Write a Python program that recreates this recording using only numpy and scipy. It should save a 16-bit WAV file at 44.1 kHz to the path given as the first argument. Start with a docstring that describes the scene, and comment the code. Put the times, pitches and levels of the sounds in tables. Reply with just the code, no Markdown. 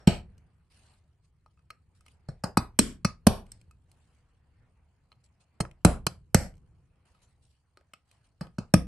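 """Hammer blows on a steel pin punch open the scene: each clinks the punch, clacks a cast basket lying
on a cloth and thumps the workbench below; a small workshop answers. Blows come in bursts; between them
the punch ticks on the basket, hands rustle on the cloth and the building rumbles.
Struck bodies are sums of decaying modes, the bench adds a delayed thump, the room is a tail of shaped
noise, and rumble, murmur and rustle are filtered noise under level curves."""
import sys
import numpy as np
from scipy import signal
from scipy.fft import rfft, irfft, next_fast_len
from scipy.io import wavfile
from scipy.ndimage import uniform_filter1d, minimum_filter1d

SR = 44100
rng = np.random.default_rng(int(sys.argv[2]) if len(sys.argv) > 2 else 0)


def pcm_store(signal):
    """Save signal as 16-bit PCM."""
    levels = np.round(np.clip(np.atleast_2d(signal), -1, 1) * 32767)
    wavfile.write(sys.argv[1], SR, levels.astype(np.int16).T)


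N = 391166

# background level: (time [s], rumble level [dB], murmur level [dB])
BACKGROUND_LEVELS = [(0, -62, -76), (.46, -65, -78), (.69, -71, -82.5), (.9, -66.5, -80), (1.37, -69, -88),
                     (2.2, -64, -80), (2.6, -68, -81), (3.67, -65.5, -84), (4.3, -68, -80),
                     (4.62, -63.5, -77.5), (4.93, -69.5, -81), (5.18, -67, -83), (5.6, -71.5, -77.5),
                     (6.2, -67, -87), (6.8, -65, -81.5), (7.05, -70, -77.5), (7.43, -66, -85),
                     (7.63, -75, -87), (7.84, -72.5, -81), (8.02, -74, -87), (8.2, -69.5, -77),
                     (8.4, -69.5, -86), (8.87, -69, -82)]
# noise spectra, relative: (frequency [Hz], level [dB per Hz])
RUMBLE_SPECTRUM = [(12, -41), (20, -14.5), (53, -9.5), (70, -2), (87, -5), (166, -13), (197, -23),
                   (455, -32.5), (500, -29.5), (650, -66.5), (1100, -120)]
MURMUR_SPECTRUM = [(120, -26.5), (200, -6), (332, -15), (504, -12.5), (775, -10), (1830, -16), (2640, -19),
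                   (3610, -30.5), (4500, -36), (5850, -65), (9900, -120)]
RUSTLE_SPECTRUM = [(1470, -34), (2500, -7.5), (2950, -2.5), (3580, -10.5), (4310, -2.5), (5880, -10.5),
                   (9340, -5), (10100, -15.5), (11200, -10), (12400, -38.5), (13000, -43.5)]
# left-right likeness of diffuse sound: (frequency [Hz], correlation [-1 to 1])
STEREO_LIKENESS = [(60, 1), (240, 0.83), (950, 0.68), (3770, 0.26), (15000, -0.22)]
# hands and basket brushing the cloth: (start [s], length [s], rustle level [dB], dull drag level [dB])
BRUSHES = [(.7, .22, -72, -74), (1.235, .02, -80, -95), (1.945, .03, -79, -90), (2.05, .07, -78, -82),
           (3.45, .1, -80, -78), (3.88, .3, -85, -86), (5.235, .022, -73, -85), (5.398, .022, -72, -85),
           (7.05, .04, -74, -82), (7.1, .2, -86, -86), (7.215, .025, -70, -84), (7.42, .09, -78, -92),
           (8.07, .08, -81, -90), (8.24, .025, -79, -90)]
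# tail decay before the extra fade: (frequency [Hz], t60 [s])
ROOM_DECAY = [(60, 1), (200, 0.4), (1000, 0.65), (4000, .5), (12000, 0.54)]
# tail colour: (frequency [Hz], level [dB])
ROOM_COLOUR = [(40, -2.5), (170, 0), (500, 4), (1500, -1.5), (3500, -2), (8000, -4), (11500, -6.5),
               (13500, -24.5)]
# nominal modes of the bodies, scattered at each contact: (frequency [Hz], level [dB], t60 [s]);
# the frame is relative to the thump, the rim modes live longer
FRAME_MODES = [(35.2, -27, .5), (62, -24.5, .4), (91, -14.5, 0.17), (125, -16.5, 0.16), (318, -5, 0.031),
               (383, -7.5, 0.023)]
RIM_MODES = [(1260, 0.1, 0.032), (2560, -12, 0.059), (4230, -16, 0.022), (4900, -13, 0.07),
             (5560, -15, 0.077)]
BASKET_LOW_MODES = [(407, -2.5, 0.017), (602, -1, .025), (880, 0, 0.015), (1158, -2, 0.018),
                    (1500, -6.5, .015), (1666.7, -8, 0.012)]
BASKET_HIGH_MODES = [(2150, -4, 0.022), (2469, -3, 0.019), (2920, -4.5, 0.024), (3160, -10, 0.03)]
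PUNCH_MODES = [(4212, -9, 0.045), (4290, -5, 0.0086), (4800, -6, 0.019), (5300, -4.5, 0.023),
               (5570, -5, 0.019), (6240, -11.5, 0.005), (6240, -9.5, 0.038), (6800, -12, 0.039),
               (7790, 2.5, .012), (8330, 0, 0.018), (8430, -8, 0.036), (8910, -6.5, 0.035),
               (9400, -5.5, .012), (10970, -3, .012), (11450, -1, 0.0075), (12200, -13.5, 0.0046),
               (15300, -29, .008)]
# light touches and rebounds of the punch: the first eight columns of the blows
TOUCHES = [(.379, -55, -59, -65, -85, 2560, -9, 2), (1.461, -70, -62, -55, -47, 4230, -14, 1.5),
           (1.573, -85, -80, -80, -58, 2560, -9, 3), (1.592, -74, -72, -72, -54, 2560, -9, 1.5),
           (1.703, -45, -36, -47, -30, 4230, -5, 3), (2.008, -55, -62, -69, -53, 2560, -13, 1.5),
           (2.0627, -51, -50, -67, -48, 2560, -9, 1.5), (2.081, -52, -50, -58, -75, 2560, -9, 2),
           (3.464, -58, -57, -64, -80, 2560, -9, 3), (3.518, -35, -62, -78, -80, 2560, -9, 1.5),
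           (3.613, -54, -57, -65, -80, 2560, -9, 1.5), (3.71, -55, -65, -67, -49, 2560, -9, 1.5),
           (3.915, -52, -55, -66, -80, 2560, -9, 1.5), (5.1178, -64, -52, -57, -50, 4230, 5, .7),
           (5.126, -66, -52, -57, -57, 4230, 2, .7), (5.65, -66, -42, -30, -31, 2560, -18, 2.5),
           (5.712, -55, -47, -69, -80, 2560, -9, 1.5), (6.539, -66, -62, -70, -85, 2560, -9, .7),
           (6.554, -65, -64, -72, -85, 2560, -9, .7), (6.569, -63, -72, -75, -85, 2560, -9, .7),
           (6.579, -64, -66, -72, -85, 2560, -9, .7), (7.148, -80, -72, -63, -55, 2560, -12, 1.5),
           (7.772, -60, -59, -47, -44, 4230, -7, 1.5), (7.809, -80, -75, -60, -85, 2560, -9, 3),
           (7.9345, -42, -37, -44, -36, 2560, -9, 3), (8.113, -52, -52, -66, -80, 2560, -9, .9),
           (8.469, -68, -50, -46, -53, 2560, -11, 1.5)]
# hammer blows: (time [s], punch level [dB], basket high level [dB], basket low level [dB], rim level [dB],
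# upper rim mode that sings out [Hz], its level re the rim [dB], chatter scale [ms], bench level [dB],
# bench pitch [Hz], metal in the room [dB re direct], bench in the room [dB re direct], tail hold [s])
HAMMER_BLOWS = [(-.098, -27, -30, -14, -30, 5560, 6, .9, -28, 170, -10, -17, .14),
                (.071, -20, -21, -16.5, -27, 5560, -5, 6, -2, 190, 3, -15, .1),
                (2.285, -47, -56, -36, -51, 5560, 1, 4.6, -23, 131, 0, -14, .047),
                (2.437, -27, -38.5, -20.5, -36, 4900, 9, 4, -19.5, 168, -3, -12.5, .04),
                (2.571, -15, -27, -10, -10, 4900, -11, 4, -10, 197, -9.5, -17.5, .068),
                (2.7894, 3, -9, 3.5, -17, 5560, -4, 3, -8, 222, -15, -8.5, .13),
                (3.047, -17, -21, -15, -10.5, 5560, -10, 3.2, -11.5, 185, -7.5, -18, .045),
                (3.2671, -7.5, -16.5, -5.5, -21, 2560, -8, 4.2, -2, 202, -7, -18.5, .12),
                (5.602, -20.5, -24.5, -17, -24.5, 4230, -6, 6.6, -16.5, 155, -12, -13, .057),
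                (5.8484, 2, -3.5, 4.5, -13.5, 2560, -8, 2, 2.5, 178, -13.5, -16.5, .096),
                (6.0663, -15.5, -18, -12.5, -15.5, 4900, -10.5, 2, -21.5, 153, -17, -15.5, .07),
                (6.3453, 0, -9.5, 2, -11, 4900, -13, 1.6, -3, 186, -13.5, -15, .12),
                (8.4087, -43, -47, -32, -34, 4900, -6, 3.5, -25, 173, -1, -7.5, .045),
                (8.5832, -36, -46.5, -27, -36, 2560, -6, 3.3, -19, 191, -4, -16.5, .05),
                (8.738, -10, -19.5, -3, -12.5, 5560, -8, 2.3, -2.5, 180, -7.5, -11, .066)]
# microphone response: (frequency [Hz], level [dB])
MICROPHONE_RESPONSE = [(20, 1), (11500, 1), (13000, -5), (15500, -16), (16800, -39.5)]

TOP_HZ = 17000
AFTER_DB, AFTER_T60_S = -51, 1.4  # rumble added after a blow, re the bench thump
BRUSH_ATTACK_S, BRUSH_RELEASE_MAX_S, RUSTLE_FLOOR_DB = .008, .04, -89
BENCH_DELAY_MS, DELAY_PER_CHATTER = 1.1, .45  # base delay, further ms per ms of chatter
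# harder blows are brighter and ring shorter: value at 0 dB of punch, change per dB of punch
BRIGHT_DB_PER_OCTAVE, BRIGHT_PER_DB = 1.1, .28
RING_LENGTH, RING_PER_DB = .65, -.022  # factor on the decay times
BLOW_UPPER_RIM_DB = -2.5
# shared by all touches
TICK_BENCH_DB, TICK_BENCH_HZ = -22, 170  # level re the punch
TICK_ROOM_DB, TICK_BENCH_ROOM_DB, TICK_HOLD_S = -9, -16, .04
TICK_UPPER_RIM_DB, TICK_BRIGHT_DB_PER_OCTAVE, TICK_RING_LENGTH = -13, -1.5, .8


def amp(db):
    """Decibels express the logarithm of an amplitude ratio; this returns the ratio."""
    return 10 ** (np.asarray(db) / 20)


def unit(x):
    """Rms is the root of mean power; x is scaled to rms 1."""
    return x / np.sqrt(np.mean(x ** 2) + 1e-20)


def along(points, hz):
    """Pitch is logarithmic in frequency: (Hz, value) points are joined on a log axis."""
    f, v = np.transpose(points)
    return np.interp(np.log(hz + 1), np.log(f + 1), v)


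def curves(rows):
    """A slow level is linear between breakpoints: one value per sample for each column after the time."""
    s, *columns = np.transpose(rows)
    return [np.interp(np.arange(N) / SR, s, column) for column in columns]


def filtered(x, response):
    """A linear filter multiplies the spectrum by its frequency response."""
    m = next_fast_len(x.shape[-1] + 8192)
    spectrum = rfft(x, m) * response(np.fft.rfftfreq(m, 1 / SR))
    return irfft(spectrum, m)[..., :x.shape[-1]]


def diffuse(pair, spectrum):
    """Diffuse fields correlate between two ports mostly in the bass: two noises mix as mid and side."""
    def mid_side_response(hz):
        angle = np.arccos(np.clip(along(STEREO_LIKENESS, hz), -1, 1)) / 2
        return amp(along(spectrum, hz)) * [np.cos(angle), np.sin(angle)]

    mid, side = filtered(pair, mid_side_response)
    return np.array([mid + side, mid - side])


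def rush(spectrum, patchy_db):
    """Turbulent noise fluctuates in time and frequency: stereo noise of rms 1 with patches of random gain."""
    z = signal.stft(rng.standard_normal((2, N)), nperseg=512)[2]
    field = uniform_filter1d(rng.standard_normal(z.shape[1:]), 6, 0)
    field = uniform_filter1d(field, 8, 1)
    noise = signal.istft(z * amp(patchy_db * unit(field)), nperseg=512)[1][:, :N]
    return unit(diffuse(noise, spectrum))


def building_rumble(level_db):
    """Low-frequency noise, to which each blow adds a component decaying exponentially."""
    t = np.arange(SR) / SR
    level = np.pad(amp(level_db), (0, SR))
    for s, *_, bench_db, _, _, _, _ in HAMMER_BLOWS:
        level[round(max(s, 0) * SR):][:SR] += amp(bench_db + AFTER_DB - 60 * t / AFTER_T60_S)
    return level[:N] * rush(RUMBLE_SPECTRUM, patchy_db=.15)


def with_brushes(level, column):
    """Friction noise lasts as long as the sliding: each brush rises, holds and dies away."""
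    t = np.arange(SR) / SR
    level = np.pad(level, (0, SR))
    for row in BRUSHES:
        s, length = row[:2]
        rise = np.clip(t / BRUSH_ATTACK_S, 0, 1)
        release_s = min(length / 2, BRUSH_RELEASE_MAX_S)
        fall = np.exp(-np.clip(t - length, 0, 1) / release_s)
        level[round(s * SR):][:SR] += amp(row[column]) * rise * fall
    return level[:N]


def shop_murmur(level_db):
    """Faint mid-band noise, raised by the dull friction of each drag on the cloth."""
    return with_brushes(amp(level_db), 3) * rush(MURMUR_SPECTRUM, patchy_db=2.5)


def cloth_rustle():
    """Friction on cloth is irregular: cubed noise, smoothed, makes the gain of treble noise scratchy."""
    level = with_brushes(np.full(N, amp(RUSTLE_FLOOR_DB)), 2)
    uneven = uniform_filter1d(rng.standard_normal(N) ** 3, size=300)
    scratch = amp(2.2 * unit(uneven))
    return level * unit(scratch * rush(RUSTLE_SPECTRUM, patchy_db=3.5))


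def background():
    """Sound pressures superpose: rumble, murmur and rustle are summed."""
    rumble_db, murmur_db = curves(BACKGROUND_LEVELS)
    return building_rumble(rumble_db) + shop_murmur(murmur_db) + cloth_rustle()


def shop(x, hold_s):
    """Reverberation: quick clatter, then a tail that holds for a moment and fades fast."""
    noise = rng.standard_normal((2, SR // 2))[:, :round((.15 + 2 * hold_s) * SR)]
    hz, t, z = signal.stft(noise, SR, nperseg=256)
    fade_rate = along([(60, .2), (400, 1), (3000, 1.2), (9000, 1.7)], hz)[:, None]  # faster in the treble
    fade_db = -3.3 * np.logaddexp(0, (t - hold_s) / .017) * fade_rate
    held = amp(-60 * t / along(ROOM_DECAY, hz)[:, None] + fade_db)
    clatter = 1.2 * amp(-60 * t / .18)
    onset = 1 - np.exp(-t / .0026)
    tail = signal.istft(z * (held + clatter) * onset, SR, nperseg=256)[1]
    tail = diffuse(tail / np.linalg.norm(tail[0]), ROOM_COLOUR)
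    return signal.fftconvolve(x.mean(0)[None], tail, axes=1)


def ring(modes, t, spread, tilt_db=0, length=1, scatter_db=3.2):
    """Modal superposition: decaying sines at new strengths, with port phases unlike by spread [rad, treble]."""
    hz, db, t60 = np.transpose(modes)[:, :, None, None]
    level = db + tilt_db * np.log2(hz / 7000) + rng.normal(0, scatter_db, hz.shape)
    port_phase = spread * hz / (hz + 450) * rng.standard_normal((len(hz), 2, 1))
    phase = rng.uniform(0, 2 * np.pi, hz.shape) + port_phase
    # random scatter shifts the modes a little at each contact
    hz = hz * (1 + .008 * rng.standard_normal(hz.shape))
    decay_db = -60 * t / np.clip(length * t60, .003, 2)
    waves = amp(level + decay_db) * np.sin(2 * np.pi * hz * t + phase)
    return waves.sum(0) / np.sqrt(len(hz))


def bench_thump(t, bench_db, bench_hz, chatter_ms):
    """Impulse response of the wood: a short swelling sine and the modes of the frame."""
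    delay_ms = BENCH_DELAY_MS + DELAY_PER_CHATTER * chatter_ms
    late = np.clip(t - delay_ms / 1000, 0, 1)  # the cloth and the casting delay the push on the wood
    swell = late / .004 * np.exp(1 - late / .003)
    thump = swell * np.sin(2 * np.pi * bench_hz * late)
    frame = ring(FRAME_MODES, late, 1.5, scatter_db=2.2) * (1 - np.exp(-late / .003))
    return amp(bench_db) * (thump + 1.8 * frame)


def basket_clack(t, high_db, low_db, length):
    """Free vibration of the casting: its high and low modes ring together."""
    high = amp(high_db) * ring(BASKET_HIGH_MODES, t, 1.0, 0, length)
    low = amp(low_db) * ring(BASKET_LOW_MODES, t, .9, 0, length)
    return high + low


def basket_rim(t, rim_db, sing_hz, sing_db, upper_db):
    """Selective excitation: the rim mode nearest sing_hz takes the level sing_db."""
    sings = np.argmin([abs(hz - sing_hz) for hz, _, _ in RIM_MODES])
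    modes = []
    for k, (hz, db, t60) in enumerate(RIM_MODES):
        level_db = sing_db if k == sings else db + upper_db * (k > 0)
        modes.append((hz, level_db, t60))
    return amp(rim_db) * ring(modes, t, .8, scatter_db=1.2)


def contact_crack(t, punch_db):
    """An impact is broadband: decaying white noise."""
    return amp(punch_db - 12) * amp(-60 * t / .021) * rng.standard_normal((2, len(t)))


def punch_clink(t, punch_db, tilt_db, length):
    """Free vibration of the steel punch: treble modes, their balance set by the tilt [dB per octave]."""
    return amp(punch_db + 1.9) * ring(PUNCH_MODES, t, .6, tilt_db, length)


def chatter(ms):
    """Repeated contact: uneven micro-contacts smear a blow over some ms, nearly without colouring it."""
    u = np.arange(2048) / SR / (abs(ms) / 1000 + 1e-4)
    z = rfft(rng.standard_normal(2048) * u * np.exp(-1.5 * u ** 2))
    power = np.abs(z) ** 2
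    flat = z / np.sqrt(power + .03 * np.mean(power))
    return irfft(flat)[None, :SR // 50]


def strike(punch_db, high_db, low_db, rim_db, sing_hz, sing_db, chatter_ms, bench_db, bench_hz,
           metal_room_db, bench_room_db, hold_s, upper_db, tilt_db, length, size):
    """Impact transmission: steel on steel, passed to the basket and then the bench, size samples long."""
    t = np.arange(size) / SR
    short = t[:size // 5]
    crack = contact_crack(short, punch_db)
    punch = punch_clink(short, punch_db, tilt_db, length) + crack
    basket = basket_clack(short, high_db, low_db, length)
    rim = basket_rim(short, rim_db, sing_hz, sing_db, upper_db)
    metal = signal.fftconvolve(punch + basket + rim, chatter(chatter_ms), axes=1)
    bench = bench_thump(t, bench_db, bench_hz, chatter_ms)
    # the tail is fed mostly by the short blow, so it sounds less tonal
    blow = (punch + basket + 2.1 * crack) * amp(2.2 - 60 * short / .009)
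    burst = .6 * rim + blow
    to_room = amp(metal_room_db) * burst + amp(bench_room_db) * bench[:, :len(short)]
    sound = np.zeros((2, SR))
    for part in shop(to_room, hold_s), bench, metal:
        sound[:, :part.shape[1]] += part
    return sound


def hammering():
    """Linear superposition of all blows and touches at their moments."""
    out = np.zeros((2, N + 2 * SR))  # one spare second at each end
    for s, db, *how in HAMMER_BLOWS:
        tilt_db = BRIGHT_DB_PER_OCTAVE + BRIGHT_PER_DB * db
        length = RING_LENGTH + RING_PER_DB * db
        sound = strike(db, *how, BLOW_UPPER_RIM_DB, tilt_db, length, size=SR // 2)
        out[:, round((s + 1) * SR):][:, :SR] += sound
    for s, db, *how in TOUCHES:
        sound = strike(db, *how, db + TICK_BENCH_DB, TICK_BENCH_HZ, TICK_ROOM_DB, TICK_BENCH_ROOM_DB,
                       TICK_HOLD_S, TICK_UPPER_RIM_DB, TICK_BRIGHT_DB_PER_OCTAVE, TICK_RING_LENGTH,
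                       size=SR // 4)
        out[:, round((s + 1) * SR):][:, :SR] += sound
    return out[:, SR:SR + N]


def scene():
    """Superposition of the background and the hammering."""
    return background() + hammering()


def limiter(x, ceiling_db, release_db_per_s):
    """Peak limiting: the gain ducks under the loudest peaks and climbs back steadily."""
    need_db = np.minimum(0, ceiling_db - 20 * np.log10(np.abs(x).max(0) + 1e-9))
    climb_db = release_db_per_s * np.arange(N) / SR
    ahead_db = minimum_filter1d(need_db, size=89)  # ducks about 1 ms ahead of a peak
    gain_db = np.minimum.accumulate(ahead_db - climb_db) + climb_db
    return x * amp(uniform_filter1d(np.minimum(gain_db, 0), size=45))


def record(dry):
    """Transduction: microphone colour, a peak limiter, and nothing above the band limit."""
    heard = filtered(dry, lambda hz: amp(along(MICROPHONE_RESPONSE, hz)))
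    limited = limiter(heard, ceiling_db=-.3, release_db_per_s=900)
    return filtered(limited, lambda hz: hz < TOP_HZ)


dry = scene()
out = record(dry)
pcm_store(out)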